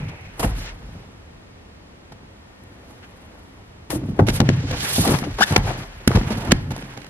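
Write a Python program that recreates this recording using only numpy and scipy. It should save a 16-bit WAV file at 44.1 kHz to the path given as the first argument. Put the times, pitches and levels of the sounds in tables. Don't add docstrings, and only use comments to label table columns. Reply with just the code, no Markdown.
import sys
import numpy as np
from scipy import signal
from scipy.fft import rfft, irfft, next_fast_len
from scipy.io import wavfile
from scipy.ndimage import uniform_filter1d

SR = 44100
rng = np.random.default_rng(int(sys.argv[2]) if len(sys.argv) > 2 else 0)


def store_wav(level_fs):
    pcm = np.round(np.clip(np.atleast_2d(level_fs), -1, 1) * 32767)
    wavfile.write(sys.argv[1], SR, pcm.T.astype(np.int16))


N = 312669
T = np.arange(N) / SR


def undb(db):
    return 10 ** (np.asarray(db) / 20)


def unit(x):
    return x / np.sqrt(np.mean(x ** 2))


def colour(x, points):
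    hz, db = np.transpose(points)
    size = next_fast_len(N)
    log_hz = np.log(np.arange(size // 2 + 1) * SR / size + 1)
    gain = undb(np.interp(log_hz, np.log(hz), db))
    return irfft(rfft(x, size) * gain, size)[..., :N]


def band(x, lo_hz, hi_hz):
    return signal.sosfilt(signal.butter(2, [lo_hz, hi_hz], "bandpass", fs=SR, output="sos"), x)


def walk(rate):
    hold = int(SR / rate)
    steps = np.repeat(rng.standard_normal(N // hold + 1), hold)
    return unit(uniform_filter1d(steps, hold)[:N])


def read(tables, count):
    rows = np.vstack(tables)
    curves = np.array([np.interp(T, rows[:, 0], column) for column in rows.T[1:]])
    inside = np.any([(T >= table[0][0]) & (T <= table[-1][0]) for table in tables], axis=0)
    curves[:count, ~inside] = -120
    return curves


# (frequency [Hz], level [dB])
NEAR_WIDTH = [(60, -54), (110, -31), (200, -26), (380, -16), (700, -9.5), (1290, -0.5), (2380, 3),
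              (4400, 6), (8120, 8), (15000, 5.5)]
# (frequency [Hz], level [dB])
FAR_WIDTH = [(60, -25), (110, -22), (200, -7), (380, -2.5), (700, 1), (1290, 2), (2380, 3.5), (4400, 6.5),
             (8120, 6), (15000, 8)]


def ports(mid, side, width, pan_db=0):
    side = colour(side, width)
    return np.array([(mid + side) * undb(pan_db / 2), (mid - side) * undb(-pan_db / 2)])


# (frequency [Hz], relative density [dB per Hz])
AIR_SPECTRUM = [(12, -27), (20, -13), (91, -3), (142, -14.5), (204, -10.5), (347, -17), (422, -17.5),
                (759, -22.5), (1610, -28.5), (1860, -30), (2200, -30), (11800, -52), (16000, -74)]
AIR_DB = -46.5
WHINE_HZ, WHINE_DB = 1845, -67


def air():
    noise = unit(colour(rng.standard_normal((2, N)), AIR_SPECTRUM))
    bass = band(noise, 36, 270) * 0.023 * walk(8.2)
    noise = noise * undb(.5 * walk(0.86))
    noise = noise + bass
    whine_hz = WHINE_HZ * (1 + .004 * walk(2) + .003 * walk(40))
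    whine = np.sin(2 * np.pi * np.cumsum(whine_hz) / SR) * undb(WHINE_DB + 2 * walk(2.5))
    return ports(*(noise * undb(AIR_DB) + whine), FAR_WIDTH)


# (frequency [Hz], level [dB], full 60 dB decay time [s])
HULL_MODES = [(40.4, -6, 0.92), (54.8, -5, 0.41), (85.2, 10, 0.1), (105.2, 5.5, 0.26), (128.3, 1, 0.51),
              (159, 8, 0.091), (190, 2.5, 0.2), (226, 2.5, 0.13), (287.2, 0, 0.19), (352.3, -3.5, 0.14),
              (390, 7.5, 0.019), (505, -1.5, 0.086), (661, 5, 0.037), (801, 3.5, 0.052), (895, -8, 0.094),
              (1307, -4, 0.047), (1484, -17, 0.11), (1890, -9, 0.033)]
HULL_HZ = np.array(HULL_MODES)[:, 0]


def ring(t, ring_share, detune=1):
    hz, db, t60 = np.array(HULL_MODES).T[:, :, None]
    decay = undb(db - 60 * t / (t60 * np.clip(ring_share, .1, 3)))
    return decay * np.sin(2 * np.pi * hz * detune * t)


# (time [s], level at the place [dB], place: 0 hull boom, 1 deck, 2 panels)
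WEIGHT_SHIFTS = [
    [(0, -24, 0.78), (.18, -40.5, 1), (.394, -45, 0.47)],
    [(.396, -23, 0.46), (.52, -22, 0), (.59, -32.5, 1), (.67, -35, 0.11), (.9, -38.5, 0.29),
     (1.07, -46, 0.65), (1.4, -49.5, 0.7)],
    [(2.6, -46.5, 1.23), (2.88, -54.5, 1.45), (3.4, -55, 1.64), (3.67, -54, 0.68), (3.85, -49, 1.2)],
    [(3.9, -32, 1.15), (3.96, -30.5, 1.4), (4.08, -32.5, 1.7), (4.24, -29.5, 1.4), (4.41, -22.5, 1.22),
     (4.58, -29, 1.6), (4.72, -23, 1.1), (4.83, -32.5, 1.35), (5, -33, 1.1), (5.09, -15.5, 1.58),
     (5.16, -29.5, 1.2), (5.24, -31, 2.6), (5.34, -31.5, 0.2), (5.47, -41, 0.75), (5.64, -34, 1.17),
     (5.82, -32, 1.56), (5.87, -36.5, 0.14), (6.07, -48, 0.67)],
    [(6.075, -48, .8), (6.12, -26, 1.1), (6.2, -28, 0.6), (6.25, -25.5, 0.66), (6.34, -32, 1.2),
     (6.51, -24, 1.43), (6.61, -25.5, 0.98), (6.82, -40, 1.5), (6.96, -40.5, 1.47), (7.09, -47, 1.45)],
]
PLACE_DB = 14.5


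def weight():
    struck = rng.random((2, N)) < 300 / SR
    bumps = rng.standard_normal((2, N)) * struck * undb(2.0 * rng.exponential(size=(2, N)))
    modes = ring(T[:SR // 2], .5)
    group = np.digitize(HULL_HZ, [70, 170, 450])
    db, place = read(WEIGHT_SHIFTS, count=1)
    out = 0
    for k in range(3):
        members = modes[group == k]
        tap = members[::2].sum(axis=0) - members[1::2].sum(axis=0)
        rumble = unit(signal.fftconvolve(bumps, tap[None])[:, :N])
        out = out + undb(db - PLACE_DB * (place - k) ** 2) * rumble
    return ports(*out, NEAR_WIDTH)


SHUFFLE_HZ, SHUFFLE_ENDS_S = (1850, 2750), .36
SHUFFLE_DB, SHUFFLE_FADE_DB_PER_S = -51, 12


def shuffle():
    hiss = unit(band(band(rng.standard_normal((2, N)), *SHUFFLE_HZ), *SHUFFLE_HZ))
    level = undb(SHUFFLE_DB - SHUFFLE_FADE_DB_PER_S * T + 1.3 * walk(29))
    ending = np.clip((SHUFFLE_ENDS_S - T) / 0.061, 0, 1)
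    return ports(*(hiss * level * ending), NEAR_WIDTH)


SIDES = np.array([.5, -.5])[:, None]
# (loudest time [s], rise [ms], fall [ms],
# band 2 level [dB], bands 1, 3 and 4 over band 2 [dB], left minus right [dB])
SLIDE_STROKES = [(0.05, 230, 160, -54, 7, -17, -23, -1), (.25, 230, 850, -55.5, 2.5, -9, -16, -0.5),
                 (0.429, 41, 72, -40, 6.5, -7, -2.5, 0.5), (0.591, 42, 70, -47.5, 2, -3, -4.5, -1),
                 (.68, 185, 49, -43.5, -5, -6, -32, 0.5), (.95, 200, 180, -61.5, 9.5, -3.5, -11.5, -1),
                 (2.922, 91, 100, -76, 20, 9.5, 9, -2), (3.15, 820, 790, -62.5, 8.5, -8, -10.5, 1.5),
                 (3.909, 4.1, 33, -40, 7, -5, 0, 5), (3.955, 39, 22.4, -51, 14.5, 2, 9, 3),
                 (4, 36, 38, -57, 0, -6, -10, 2), (4.09, 40, 29, -63.5, 4, 1, 1, 2),
                 (4.22, 76, 50, -58, 14, -9, -24, 5), (4.362, 43, 34, -39, 1, -1.5, -2.5, -3),
                 (4.47, 29, 1400, -44, -1, -6, -36, 0), (4.861, 176, 120, -38.5, -3.5, 1, -16, -3),
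                 (5, 185, 125, -40.5, 4.5, 6.5, 9, -2.5), (5.11, 98, 92, -35, 9, -3, -5, 2.5),
                 (5.24, 84, 260, -50, 3, -5.5, -9.5, 1), (5.481, 33, 106, -37.5, -6, -2, -5.5, 1),
                 (5.559, 90, 61, -40, 12.5, -5, -17, 0), (5.69, 82, 60, -38.5, 5, -6, -13, 0.5),
                 (5.798, 110, 90, -44, 5.5, -6, -13.5, 1), (5.95, 210, 690, -52, -1.5, -10.5, -18, 0),
                 (6.13, 66, 154, -40.5, 6, -5.5, -14.5, -1), (6.32, 92, 120, -40.5, 5, -10, -15, -4),
                 (6.48, 100, 103, -42, 7, -8.5, -14.5, -2), (6.76, 71, 410, -48, 0.5, -8.5, -15, -3),
                 (7.03, 150, 170, -58.5, -3, -8, -13, -3)]
COMMON_CATCH = [0.71, 0.72, 1, 1.2]
OWN_CATCH = [2.3, 1.6, 1.3, 2.2]
STROKE_EDGE_DB = -13
CREEP_DB, CREEP_TILT_DB = -27.5, -6.5


def slide_power():
    step = np.arange(-1, 3)[:, None, None]
    creep_db = read(WEIGHT_SHIFTS, count=1)[0] + CREEP_DB + CREEP_TILT_DB * step
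    power = undb(creep_db + 0 * SIDES) ** 2
    for s, rise_ms, fall_ms, db, low_db, high_db, top_db, pan_db in SLIDE_STROKES:
        near = slice(max(int((s - rise_ms / 500) * SR), 0), int((s + fall_ms / 500) * SR))
        flank_ms = np.where(T[near] < s, rise_ms, fall_ms).clip(5)
        away = 1000 * (T[near] - s) / flank_ms
        bands_db = np.array([low_db, 0, high_db, top_db])[:, None, None]
        power[:, :, near] += undb(db + STROKE_EDGE_DB * away ** 2 + bands_db + SIDES * pan_db) ** 2
    common = np.outer(COMMON_CATCH, walk(120))
    own = np.array([spread_db * walk(70) for spread_db in OWN_CATCH])
    return power * undb(common + own)[:, None] ** 2


# (time [s], band 2 level [dB], band 1 over band 2 [dB],
# band 4 over band 2 [dB], left minus right [dB], hold including the rise [ms])
VINYL_SCUFFS = [(0.081, -49, -20, -16, 2, 17), (0.393, -40, 11.5, 3.5, -2.5, 15.5),
                (0.428, -32, 10, -40, -2.5, 19), (2.118, -53, 9.5, -8, -1, 9.6),
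                (2.635, -76, 25, 16.5, 9, 2.3), (3.025, -50, -14, -42, 2, 27),
                (3.9028, -25, 4.5, -1, 4, 0.9), (4.037, -51, 9, -23, -1, 3.3), (4.09, -53, 11.5, -16, 4, 4),
                (4.188, -47, 19.5, -8, 3, 16.4), (4.266, -38.5, 4, -9, -6, 37),
                (4.284, -22, 0.5, -14, -6, 3.1), (4.291, -26, -2, -10, 0, 2), (4.295, -32, 4, -11, 2, 9),
                (4.401, -18, 0.5, -17.5, 8, 2.9), (4.411, -32, 3, -25, 2, 5),
                (4.488, -19, -15, -30, 3, 3.1), (4.497, -37, -8, -21, 5, 4.2),
                (4.708, -33, -3.5, -14.5, 1, 7.8), (4.724, -38, 6, -36, 1.5, 23),
                (5.074, -28.5, -19, -1, 4, 4.3), (5.109, -35, 3, -12, 4, 1.5), (5.148, -35, 5, -15, 2, 2),
                (5.135, -37.5, 9, -23, 14, 16), (5.186, -29, -6, -8, -8, 1.8),
                (5.236, -38, 3, -29, 6.5, 14), (5.383, -36.5, 10.5, -13, 2.5, 31),
                (5.405, -27.5, -6, -9, 0.5, 33), (5.522, -31, 7, -4, -1, 2.9),
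                (5.561, -6.5, -1, -23, 3.5, 2.6), (5.577, -33.5, 11, 2, -4, 2),
                (5.67, -42.5, 14, -18, 6.5, 45), (6.075, -12.5, -5, -5.5, 0, 1.86),
                (6.114, -38, 20, -35, -7, 2.1), (6.151, -29.5, 5.5, -14, 1.5, 11.5),
                (6.168, -33, 10.5, -20, -3, 5.6), (6.231, -38, 5, -26, 0, 2.9),
                (6.302, -39, 6, -10, -2.5, 28), (6.369, -45, 7, -5, -1, 19), (6.403, -47, 3, -5, -2, 21),
                (6.447, -49, 1, 1, -3, 7.3), (6.472, -36, 10, -9, -6, 0.9), (6.508, -26, -7, -33, -6.5, 13),
                (6.517, -11, 2, -14, -2, 3.5), (6.704, -42.5, 8, -8.5, -3, 18), (6.762, -40, 8, -5, -2, 3),
                (6.778, -50, 18, 3, -2, 2.2), (6.823, -39.5, -7, -25, -3, 2.7), (6.898, -48, 0, -26, 0, .6),
                (6.909, -45, -5, -22, 1, .6), (6.922, -45, 1, -19, 3.5, .6), (6.936, -43, 10, -5, -1, 0.5),
                (6.967, -39, -5, -20, 0, .6), (6.973, -35.5, 3, -17, -4, 2.2),
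                (7.003, -44, -10.5, -18, 2, 1), (7.016, -39, -5, -16, -12, .6),
                (7.044, -36.5, 4, -13, -2, .8), (7.064, -47, 1.5, -9, 1, 3.5)]
SCUFF_RISE_MS = 3.2
SCUFF_FADE_MS, FADE_PER_HOLD = 14.4, 0.82
THIRD_BAND_SHARE = 0.29


def scuff_power(power):
    for s, db, low_db, top_db, pan_db, hold_ms in VINYL_SCUFFS:
        at = int(s * SR)
        ms = T[:min(SR // 6, N - at)] * 1000
        fade_ms = SCUFF_FADE_MS + FADE_PER_HOLD * hold_ms
        fade = undb(-60 * np.maximum(ms - hold_ms, 0) / fade_ms)
        shape = np.clip(ms / SCUFF_RISE_MS, 0, 1) * fade
        bands_db = np.array([low_db, 0, THIRD_BAND_SHARE * top_db, top_db])[:, None, None]
        power[:, :, at:at + len(ms)] += (undb(db + bands_db + SIDES * pan_db) * shape) ** 2
    return power


# (frequency [Hz], relative density [dB per Hz])
RUBBING_SPECTRUM = [(180, 13), (300, 14.5), (433, 6.5), (870, 4), (946, 2.5), (1210, -1.5), (1620, -5),
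                    (2070, -8), (2650, -11), (2950, -11.5), (3700, -15), (7320, -22.5), (11500, -22.5),
                    (14700, -37.5), (16000, -54)]
# (lower edge [Hz], upper edge [Hz])
RUBBING_BANDS = [(400, 1500), (1500, 3200), (3200, 7000), (8500, 17000)]


def friction():
    power = scuff_power(slide_power())
    out, hiss = 0, colour(rng.standard_normal((2, N)), RUBBING_SPECTRUM)
    for k, (lo, hi) in enumerate(RUBBING_BANDS):
        band_hiss = unit(band(np.roll(hiss, k * SR, axis=1), lo, hi))
        out = out + np.sqrt(power[k]) * ports(*band_hiss, NEAR_WIDTH)
    return out


# (time [s], peak of the mid before its closing fade [dB], settled pitch of the struck spot [Hz],
# spread of the modes woken [octaves], boom under 70 Hz [dB], share of the full decay time [ratio])
HULL_BLOWS = [(0.06, -28, 125, 0.3, -16, 0.85), (0.396, -26, 424, 1.1, -14.5, 0.72),
              (0.43, -16, 750, .8, -20, 1.1), (0.447, -17, 680, .5, -30, 1), (0.444, -9, 154, 1.5, 13, 1.3),
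              (0.5, -20.5, 103, 0.8, -1, 0.14), (0.878, -34, 112, 0.69, -14, 0.91),
              (0.951, -29.5, 131, 1.1, -4, 1.6), (2.114, -35.5, 159, 0.47, -14, 1.3),
              (2.231, -36.5, 180, 1.4, -6, 0.96), (3.93, -17, 334, 0.45, -20, 0.54),
              (3.954, -18, 310, 0.23, -18, 1.1), (4.036, -18, 173, 0.7, -14, 0.87),
              (4.087, -15.5, 190, 0.62, -11, 0.99), (4.191, -23, 1300, 0.38, -30, 0.87),
              (4.197, -8.5, 820, 0.96, -30, 1.47), (4.208, -22, 1000, .4, -30, 1.5),
              (4.193, 0.5, 280, 0.69, 1, 0.12), (4.195, -8, 610, 0.98, -27, 0.67),
              (4.205, -4, 127, 0.87, -15, 1.2), (4.226, -12, 258, 0.44, -30, 0.56),
              (4.223, -16, 114, 0.28, -20, 1), (4.283, -8.5, 264, 0.41, -2, 0.54),
              (4.402, -1.5, 181, 1, -19, 0.35), (4.412, -17.5, 636, 0.41, -30, 0.89),
              (4.416, -15, 306, .4, -30, 0.63), (4.43, -17, 260, 0.46, -30, 0.69),
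              (4.444, -12.5, 129, 0.12, -35, 1), (4.489, -3.5, 190, 0.87, -27, 0.34),
              (4.5, -13, 320, 0.35, -30, 0.25), (4.52, -12, 126, 0.19, -30, 1.2),
              (4.573, -12.5, 129, 0.25, -31, 2.2), (4.708, -20.5, 505, 0.25, -25, 1.1),
              (4.712, -18.5, 152, 0.65, -12, 0.51), (4.731, -31, 495, 0.34, -32.5, 0.8),
              (4.982, -8.5, 225, 0.84, -6, 1), (4.994, -13, 200, 0.57, -20, 0.45),
              (5.042, -21, 730, 0.46, -30, 0.94), (5.054, -19, 800, 0.36, -22, 1),
              (5.073, -20, 227, 1.1, -11, 0.83), (5.079, -17, 300, 0.88, -20, 0.48),
              (5.092, -18, 380, 0.62, -20, 0.35), (5.1, -28, 600, 0.66, -30, .5),
              (5.119, -12, 260, 0.55, -20, 0.43), (5.107, -16, 244, 0.6, -12, 0.59),
              (5.14, -9, 135, 0.41, -19, 0.44), (5.146, -22, 260, 0.92, -20, 0.45),
              (5.15, -22, 950, .4, -30, 0.48), (5.222, -16, 197, 0.41, -12, 0.42),
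              (5.229, -21, 950, 0.26, -26, 0.52), (5.239, -23.5, 745, 0.94, -31, 0.73),
              (5.249, -26.5, 260, 0.66, -20, 0.69), (5.272, -19.5, 248, 0.43, -22.5, 0.52),
              (5.4, -16.5, 226, 0.21, -23, 0.79), (5.508, -12, 134, 0.62, -18, 1.3),
              (5.565, -9.5, 230, 1.5, 1, 0.76), (5.566, -9.5, 794, 1.1, -30, 0.55),
              (5.588, -18.5, 133, 1.1, 9, 1.1), (5.638, -16, 108, 0.34, -17, 1.1),
              (6.0757, 2, 203, 0.54, -14, 0.26), (6.107, -11, 328, 0.6, -20, 0.09),
              (6.116, -23, 2000, 0.18, -30, 0.9), (6.116, -14.5, 935, .7, -20, 0.24),
              (6.149, -6.5, 139, 0.62, -18, 0.38), (6.158, -1.5, 110, 0.49, 26, 0.34),
              (6.171, -6.5, 140, 0.73, -18, 0.12), (6.172, -12, 474, 0.45, -30, 0.47),
              (6.178, -15, 250, .5, -30, 0.15), (6.214, -22, 1200, .7, -30, 0.52),
              (6.212, -12.5, 180, 0.57, -29, 0.2), (6.232, -18.5, 200, 0.69, -20, .3),
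              (6.272, -18, 150, .5, -20, 0.18), (6.294, -29, 500, .9, -30, 0.23),
              (6.307, -12.5, 224, 0.088, -7, 1.2), (6.365, -17, 187, 0.51, -20, 0.81),
              (6.511, -12, 210, 0.39, -5, 0.99), (6.525, -1.3, 191, 0.37, 22, 0.15),
              (6.708, -23, 238, 0.18, -5, 1.5), (6.763, -32.5, 350, 0.74, -20, .5),
              (6.781, -33, 300, 0.88, -20, 0.46), (6.823, -31.5, 297, 0.68, -20, 0.55),
              (6.974, -29.5, 467, 0.55, -19.5, 1.2)]
LOAD_DETUNE = .03
FLEX_DB, FLEX_CYCLES = 9, 3.83
FLEX_RISE_CYCLES = 0.36
SAG, SAG_S = 0.37, 0.0048


def blows():
    t, out = T[:SR // 2], np.zeros((2, N + SR))
    draws = rng.standard_normal((len(HULL_BLOWS), 2, len(HULL_MODES)))
    signs, loads = np.sign(draws[:, 0]), draws[:, 1]
    slack = t + SAG * SAG_S * (1 - np.exp(-t / SAG_S))
    swing = (-1) ** np.arange(len(HULL_MODES))
    for (s, db, spot_hz, spread, boom_db, ring_share), sign, load in zip(HULL_BLOWS, signs, loads):
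        octaves = np.log2(HULL_HZ / spot_hz)
        woken = np.exp(-.25 * (octaves / max(spread, .1)) ** 2)
        woken = woken + undb(boom_db) * (HULL_HZ < 70)
        cycles = spot_hz * slack
        flex = undb(FLEX_DB - 60 * cycles / FLEX_CYCLES) * np.sin(2 * np.pi * cycles)
        flex = flex * (1 - np.exp(-cycles / FLEX_RISE_CYCLES))
        detune = 1 + LOAD_DETUNE * (load * (HULL_HZ > 140))[:, None]
        modes = np.array([swing * woken, sign * woken]) @ ring(t, ring_share, detune)
        both = modes / np.sqrt(np.sum(woken ** 2)) - flex
        at = int(s * SR)
        out[:, at:at + len(t)] += both * (1 - t / t[-1]) * undb(db) / np.abs(both[0]).max()
    return ports(*out[:, :N], NEAR_WIDTH)


SQUEAK_HARMONICS = [0, -2, -6, -9, -12, -14, -16]
# (frequency [Hz], level [dB])
SEAT_RESPONSE = [(300, -18), (760, 4.5), (1050, -5.5), (1580, 5), (1900, -4.5), (2500, -23), (3000, 4),
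                 (3300, -17), (3600, -1.5), (4200, -19), (4900, -1), (5400, -8), (8000, -9), (12000, -34)]
SQUEAK_S, SQUEAK_HOLD_S = 5.407, 0.029
SQUEAK_DB, SQUEAK_FADE_DB_PER_S = -13.5, 1700
SLIPS_FROM_HZ, SLIPS_TO_HZ, QUICKEN_S, SLIPS_SAG_HZ_PER_S = 690, 1880, .031, 6000
OVERTONES_FLICKER_DB, SLIPS_ALTERNATE = 3, .3


def squeak():
    t = T - SQUEAK_S
    quick = np.sin(np.pi / 2 * np.clip((t - .003) / QUICKEN_S, 0, 1))
    sag_hz = SLIPS_SAG_HZ_PER_S * np.clip(t - QUICKEN_S, 0, .05)
    hz = SLIPS_FROM_HZ + (SLIPS_TO_HZ - SLIPS_FROM_HZ) * quick - sag_hz
    phase = 2 * np.pi * np.cumsum(hz * (1 + .045 * walk(900))) / SR
    fade_db = SQUEAK_FADE_DB_PER_S * np.maximum(t - SQUEAK_HOLD_S, 0)
    size = np.clip(t / .003, 0, 1) * undb(SQUEAK_DB - fade_db + 2.2 * walk(600))
    sizes = []
    for k, db in enumerate(SQUEAK_HARMONICS):
        flicker_db = OVERTONES_FLICKER_DB * (k > 0) * (walk(200) - 1.5)
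        sizes.append(size * undb(db + flicker_db))
    uneven = 1 + SLIPS_ALTERNATE * np.cos(phase / 2)

    def tone(lead):
        harmonics = sum(a * np.sin((k + 1) * phase + lead) for k, a in enumerate(sizes))
        return colour(uneven * harmonics, SEAT_RESPONSE)

    return ports(tone(0), tone(.8), NEAR_WIDTH, 0.54)


HALL_T60_S, HALL_DB, HALL_HZ = 0.52, -26, 2700


def hall(x):
    t = np.arange(SR) / SR
    tail = rng.standard_normal((2, SR)) * undb(-60 * t / HALL_T60_S) * np.clip(t / 0.0022, 0, 1)
    tail = signal.lfilter(*signal.butter(1, HALL_HZ, fs=SR), tail)
    tail = tail / np.sqrt(np.sum(tail[0] ** 2))
    wet = signal.fftconvolve(tail, x.mean(axis=0)[None])[:, :N]
    return ports(*(undb(HALL_DB) * wet), FAR_WIDTH)


def scene():
    boat = weight() + shuffle() + friction() + blows() + squeak()
    return air() + boat + hall(boat)


MIC_LOW_HZ, TOP_HZ = 29.6, 16000


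def record(dry):
    heard = signal.sosfilt(signal.butter(2, MIC_LOW_HZ, "highpass", fs=SR, output="sos"), dry)
    clipped = np.clip(heard, -1, 1)
    return signal.sosfilt(signal.ellip(8, .2, 60, TOP_HZ, fs=SR, output="sos"), clipped)


dry = scene()
out = record(dry)
store_wav(out)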